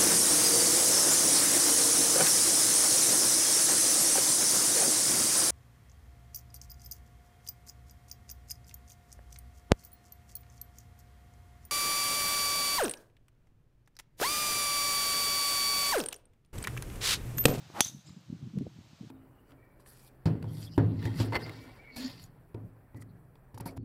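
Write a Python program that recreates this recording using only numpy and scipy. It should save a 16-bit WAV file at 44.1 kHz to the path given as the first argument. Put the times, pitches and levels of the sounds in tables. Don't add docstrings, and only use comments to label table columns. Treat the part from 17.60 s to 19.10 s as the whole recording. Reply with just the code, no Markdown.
import sys
import numpy as np
from scipy import signal
from scipy.fft import rfft, irfft
from scipy.io import wavfile
from scipy.ndimage import uniform_filter1d

SR = 44100
rng = np.random.default_rng(int(sys.argv[2]) if len(sys.argv) > 2 else 0)


def master_out(mix):
    frames = np.transpose(np.atleast_2d(mix))
    ceiling = np.clip(frames, -1, 1)
    pcm = np.round(ceiling * 32767).astype(np.int16)
    wavfile.write(sys.argv[1], SR, pcm)


def how_loud(loudness_db):
    steps = np.asarray(loudness_db, float) / 20
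    return 10 ** steps


N = 66150
T = np.arange(N) / SR
STRIKE_S = .20627
SINCE_STRIKE = np.maximum(T - STRIKE_S, 0)


def evened(x):
    return x / np.sqrt(np.mean(x ** 2) + 1e-20)


def read(points, hz):
    f, value = np.transpose(points)
    return np.interp(np.log(hz + 1), np.log(f + 1), value)


def curve(rows, col=1):
    rows = np.array(rows)
    return np.interp(T, rows[:, 0], rows[:, col])


def noise(points):
    hz = np.fft.rfftfreq(N, 1 / SR)
    spectrum = rfft(rng.standard_normal(N)) * how_loud(read(points, hz))
    return evened(irfft(spectrum, N))


def flicker(rate_hz):
    return noise([(0, 0), (rate_hz, 0), (3 * rate_hz, -40), (20000, -120)])


def resonate(x, hz, width):
    turn = np.exp(2j * np.pi * np.cumsum(hz * np.ones(len(x))) / SR)
    r = np.exp(-np.pi * width / SR)
    return 2 * (turn * signal.lfilter([1 - r], [1, -r], x / turn)).real


def blur(hz, width):
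    x = rng.standard_normal(N)
    for widen in (1.4, 1.5, 1.4):
        x = resonate(x, hz, widen * width)
    return evened(x)


def wavelets(rows):
    s, db, hz, width = np.transpose(rows)[:, :, None]
    phase = 2 * np.pi * rng.random((len(rows), 1))
    bell = np.exp(-np.log(16) * ((T - s) / width) ** 2)
    return (how_loud(db) * bell * np.cos(2 * np.pi * hz * (T - s) + phase)).sum(0)


# frequency in Hz, density in dB per Hz.
CRACK_TONE = [(110, -24.5), (290, 0), (600, -19), (1800, -11.5), (5000, -12.5), (10300, -4), (11800, -13.5),
              (13000, -7), (15500, -16)]
# frequency in Hz, level in dB, 60 dB decay time in seconds.
HEAD_MODES = [(3444, -18.5, 0.12), (4120, -21.5, 0.04), (4525, -20, 0.15), (5826, -9.5, 0.076),
              (6500, -7, .045), (5980, -3.5, 0.066), (6570, -13, .06), (7580, -17.5, .04), (8130, -8, .03),
              (9100, -17, .05), (10390, -3, 0.021), (11080, -10.5, .02), (12260, -8, 0.016)]


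def strike():
    blow_db, blow_hz = -3.3, 3350
    crack_db, crack_hold_s, crack_t60 = -17.5, .002, .013
    thud_db, thud_hz, thud_t60, thud_rise_s = -15.5, 860, .015, .0004
    head_db, longest_t60 = -17, .1

    t = T - STRIKE_S
    cycle = np.clip(t * blow_hz, 0, 1)
    blow = how_loud(blow_db) * np.sin(2 * np.pi * cycle ** 1.4) * (.3 + .8 * cycle)

    late = np.maximum(t - 1 / blow_hz, 0)
    crack_fall = how_loud(crack_db - 60 * np.maximum(late - crack_hold_s, 0) / crack_t60)
    crack = crack_fall * np.minimum(late / .0003, 1) * noise(CRACK_TONE)
    thud = how_loud(thud_db - 60 * late / thud_t60) * np.sin(2 * np.pi * thud_hz * t)
    thud *= np.minimum(late / thud_rise_s, 1)

    ring = np.zeros(N)
    polarity = 1
    for hz, db, t60 in HEAD_MODES:
        fall = how_loud(head_db + db - 60 * late / min(t60, longest_t60))
        ring += polarity * fall * np.sin(2 * np.pi * hz * late)
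        polarity = -polarity
    return blow + crack + thud + ring * np.minimum(late / .00059, 1)


# time in seconds, level in dB.
SCATTER_LEVEL = [(.215, -26), (.233, -36), (.258, -34), (.29, -42), (.32, -52), (.405, -57.5), (.44, -63),
                 (.6, -69), (.7, -80)]
# centre in Hz, width in Hz, level in dB.
SCATTER_BANDS = [(1, 640, -7), (4745, 3800, -17.5), (6160, 330, -21.5), (6160, 600, -1.5)]
# frequency in Hz, density in dB per Hz.
SCATTER_TONE = [(300, -41.5), (600, -26.5), (2000, -16.5), (3500, -8.5), (6300, -6), (9000, -10.5),
                (14600, -14.5), (16000, -21.5)]


def near_scatter():
    glide_from_hz, glide_to_hz, glide_s = 3350, 3690, .042
    grain_db, waver_hz, sag_db_s = 3.5, 18, 18.5
    waver_depth_hz = 90
    wide_db, wide_start_s, wide_hold_s, wide_fall_db_s = -3.5, .221, .3, 40
    end_db, end_s, end_fade_s = -7, .413, .006

    bands = np.zeros(N)
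    for k, (hz, width, db) in enumerate(SCATTER_BANDS):
        sag = 1
        if k == 0:
            hz = glide_to_hz + (glide_from_hz - glide_to_hz) * np.exp(-SINCE_STRIKE / glide_s)
            sag = how_loud(-sag_db_s * SINCE_STRIKE)
        grain = how_loud(db + grain_db * flicker(80))
        bands += grain * blur(hz + waver_depth_hz * flicker(waver_hz), width) * sag
    bands *= how_loud(end_db * np.clip((T - end_s) / end_fade_s, 0, 1))

    wide = how_loud(wide_db - wide_fall_db_s * np.maximum(T - wide_hold_s, 0)) * noise(SCATTER_TONE)
    wide *= np.clip((T - wide_start_s) / .006, 0, 1)
    onset = np.clip(SINCE_STRIKE / .0051, 0, 1)
    return onset * how_loud(curve(SCATTER_LEVEL) - 6) * (bands + wide)


# centre in Hz, width in Hz, level in dB.
TREE_BANDS = [(3920, 600, -2), (5000, 600, -1), (7150, 500, 0), (2510, 2100, -4), (7800, 1200, -7)]


def far_trees():
    level_db, peak_s, rise_s, fall_s = -65, .485, .03, .045
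    grain_db, glide_share = 3.5, .034
    late = T - peak_s
    bloom = np.where(late < 0, np.exp(-(late / rise_s) ** 2), np.exp(-abs(late) / fall_s))
    climb = 1 - glide_share * (1 - bloom) * (late < 0)
    bands = np.zeros(N)
    for hz, width, db in TREE_BANDS:
        bands += how_loud(db + grain_db * flicker(60)) * blur(hz * climb, width)
    return how_loud(level_db) * bloom * bands


# frequency in Hz, density in dB per Hz.
SLAP_TONE = [(300, -18), (600, -1), (1300, -0.5), (2300, 2), (4000, -23.5), (16000, -53.5)]


def ground_slap():
    slap_s, slap_db, width_s = .262, -53.5, .0097
    return how_loud(slap_db) * np.exp(-((T - slap_s) / width_s) ** 2) * noise(SLAP_TONE)


# time in seconds, level in dB, whistle pitch in Hz.
SWISH_PATH = [(.05, -73, 800), (.13, -61.5, 800), (.15, -46, 850), (.165, -40.5, 860), (.18, -40, 860),
              (.19, -36.5, 830), (.197, -35, 774), (.205, -41, 810)]
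# frequency in Hz, density in dB per Hz.
SWISH_TONE = [(130, -11.5), (250, 4.5), (500, -8.5), (900, -3), (1500, -11), (3000, -20.5), (6000, -26),
              (15000, -42)]


def swish():
    whistle_db, whistle_width_hz, fade_s = 3, 260, .007
    tear_db, tear_rise_db_s, tear_low_hz = -56, 198, 2534
    whistle = evened(resonate(rng.standard_normal(N), curve(SWISH_PATH, col=2), whistle_width_hz))
    air = how_loud(curve(SWISH_PATH) - 5.5) * (noise(SWISH_TONE) + how_loud(whistle_db) * whistle)
    tear = noise([(200, -30), (tear_low_hz, 0), (15000, -8)])
    tear *= how_loud(tear_db + tear_rise_db_s * np.minimum(T - STRIKE_S, 0))
    return np.exp(-SINCE_STRIKE / fade_s) * (air + tear)


# time in seconds, level in dB, low edge in Hz.
SNAPS = [
    (.4955, -33, 9000),
    (.611, -39, 11000),
    (.987, -28.5, 150),
]


def snaps():
    out = np.zeros(N)
    for s, db, low_hz in SNAPS:
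        spike = how_loud(db) * (np.arange(N) == round(s * SR))
        out += signal.lfilter(*signal.butter(1, low_hz, "high", fs=SR), spike)
    return -2 * signal.lfilter(*signal.butter(1, 2500, fs=SR), out)


# time in seconds, peak level in dB, pitch in Hz, width in seconds.
KNOCKS = [
    (.102, -43, 850, .001),
    (.494, -55, 1150, .0025),
    (.262, -52, 1200, .0015),
    (.198, -38, 800, .005),
    (1.0105, -44, 520, .0022),
]


def knocks():
    return wavelets(KNOCKS)


# time in seconds, peak level in dB, pitch in Hz, width in seconds.
THUMPS = [(0.071, -47, 119, 0.0081), (0.102, -47, 322, 0.0048), (0.141, -41, 132, 0.0041),
          (0.261, -38, 134, 0.0044), (0.349, -36, 184, 0.0065), (0.389, -47, 159, 0.0079),
          (0.477, -49.5, 151.6, 0.017), (0.506, -37.5, 147, 0.0059), (0.527, -49, 162, 0.017),
          (0.571, -40, 184, 0.01), (0.702, -30.5, 184.4, 0.0058), (0.729, -28.5, 202, 0.0044),
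          (0.749, -37, 165.5, 0.014), (0.785, -72, 145.6, 0.015), (0.807, -60, 176, 0.005),
          (0.843, -42, 179.8, 0.024), (0.871, -36, 203, 0.0068), (0.903, -61, 142, 0.0074),
          (0.942, -33.5, 213, 0.0076), (0.961, -30, 164, 0.011), (0.9775, -21.5, 167.4, 0.0093),
          (1.011, -28.5, 250, 0.0038), (1.039, -59, 178.6, 0.0022), (1.068, -26, 290, 0.0016),
          (1.189, -35, 163, 0.0029), (1.211, -45.0, 184, 0.0035), (1.412, -34, 188.6, 0.0061),
          (1.434, -39, 184, 0.0021), (1.448, -37.5, 179, 0.0029), (1.472, -48, 195, 0.0095)]
# time in seconds, peak level in dB, pitch in Hz, width in
# seconds.
MORE_EDDIES = [(.025, -44, 130, 0.0033), (.586, -49, 160, 0.0081), (.737, -48, 200, 0.0041),
               (.829, -33, 159.4, 0.0055), (.882, -47, 165, 0.0085), (.973, -38.5, 400, 0.0024),
               (.995, -34, 176, 0.0079), (1.017, -30.5, 258, 0.008), (1.027, -32, 227, 0.003),
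               (1.059, -41, 254, 0.0021), (1.075, -38, 183, 0.0062), (1.268, -43.5, 138, 0.0032),
               (1.333, -44.5, 174, 0.0044), (1.425, -55, 194, 0.0024), (.371, -44, 154, 0.013),
               (.298, -50.5, 245, 0.007)]
# time in seconds, level in dB.
BUFFET_LEVEL = [(0, -61), (.12, -56.5), (.3, -59), (.38, -53.5), (.42, -70.5), (.47, -56), (.59, -57),
                (.63, -66), (.69, -54.5), (.75, -52.5), (.9, -49), (.92, -56.5), (1.0, -38.5),
                (1.09, -55.5), (1.24, -57), (1.39, -64), (1.43, -49.5), (1.5, -58)]
# frequency in Hz, density in dB per Hz.
BUFFET_COLOUR = [(15, -68), (25, -35), (43, -31), (87, -6.5), (119, 9), (173, 4.5), (255, -14), (292, -3.5),
                 (900, -58.5), (1170, -67), (1980, -120)]


def wind():
    lumpy_db, lumps_hz = 2.5, 40.2
    wake_db, wake_s, wake_hz = -21.5, .012, 326
    rumble_db, rumble_hz, rumble_width_hz = -71.5, 80, 96

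    bed = how_loud(curve(BUFFET_LEVEL) + lumpy_db * flicker(lumps_hz)) * noise(BUFFET_COLOUR)
    eddies = np.array(list(THUMPS) + list(MORE_EDDIES))
    s, db = eddies[:, :1], eddies[:, 1:2]
    wake = (how_loud(db + wake_db) * np.exp(-((T - s) / wake_s) ** 2)).sum(0)
    lowpass = signal.butter(4, wake_hz, fs=SR, output="sos")
    flutter = evened(signal.sosfilt(lowpass, rng.standard_normal(N)))
    rumble = how_loud(rumble_db) * blur(rumble_hz, rumble_width_hz)
    return bed + rumble + wake * flutter + wavelets(eddies)


# frequency in Hz, density in dB per Hz.
HISS_TONE = [(250, -11.5), (600, 3), (2000, -3), (3800, -1.5), (6500, -6.5), (8000, -12), (10000, -21),
             (15000, -20)]
# time in seconds, level in dB.
HISS_CURVE = [(0, -66), (.15, -67), (.27, -65), (.36, -76.5), (.45, -73.5), (.6, -73.5), (1.1, -73),
              (1.35, -71), (1.5, -71)]


def hiss():
    lift_db, patchy_db = 7, .6
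    frames, hz = N // 128 + 5, np.fft.rfftfreq(512, 1 / SR)
    a, b, patches = rng.standard_normal((frames, 257, 3)).T
    patches = uniform_filter1d(patches, size=6, axis=0)
    patches = evened(uniform_filter1d(patches, size=20, axis=1))
    z = (a + 1j * b) * how_loud(read(HISS_TONE, hz)[:, None] + patchy_db * patches)
    smooth = signal.istft(z, nperseg=512, noverlap=384)[1][:N]
    return how_loud(curve(HISS_CURVE) + lift_db) * evened(smooth)


def scene():
    hit = strike() + near_scatter() + far_trees() + ground_slap()
    return (hit + swish() + snaps() + knocks() + wind() + hiss())[None]


def band_limit(x):
    return signal.sosfilt(signal.butter(12, 16550, fs=SR, output="sos"), x)


def record(dry):
    low_hz, top_hz = 70, 15300
    x = signal.sosfilt(signal.butter(3, low_hz, "high", fs=SR, output="sos"), dry)
    below = signal.oaconvolve(x, signal.firwin(255, top_hz, fs=SR)[None], "same")
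    return band_limit(below + how_loud(-38) * (x - below))


dry = scene()
out = record(dry)
master_out(out)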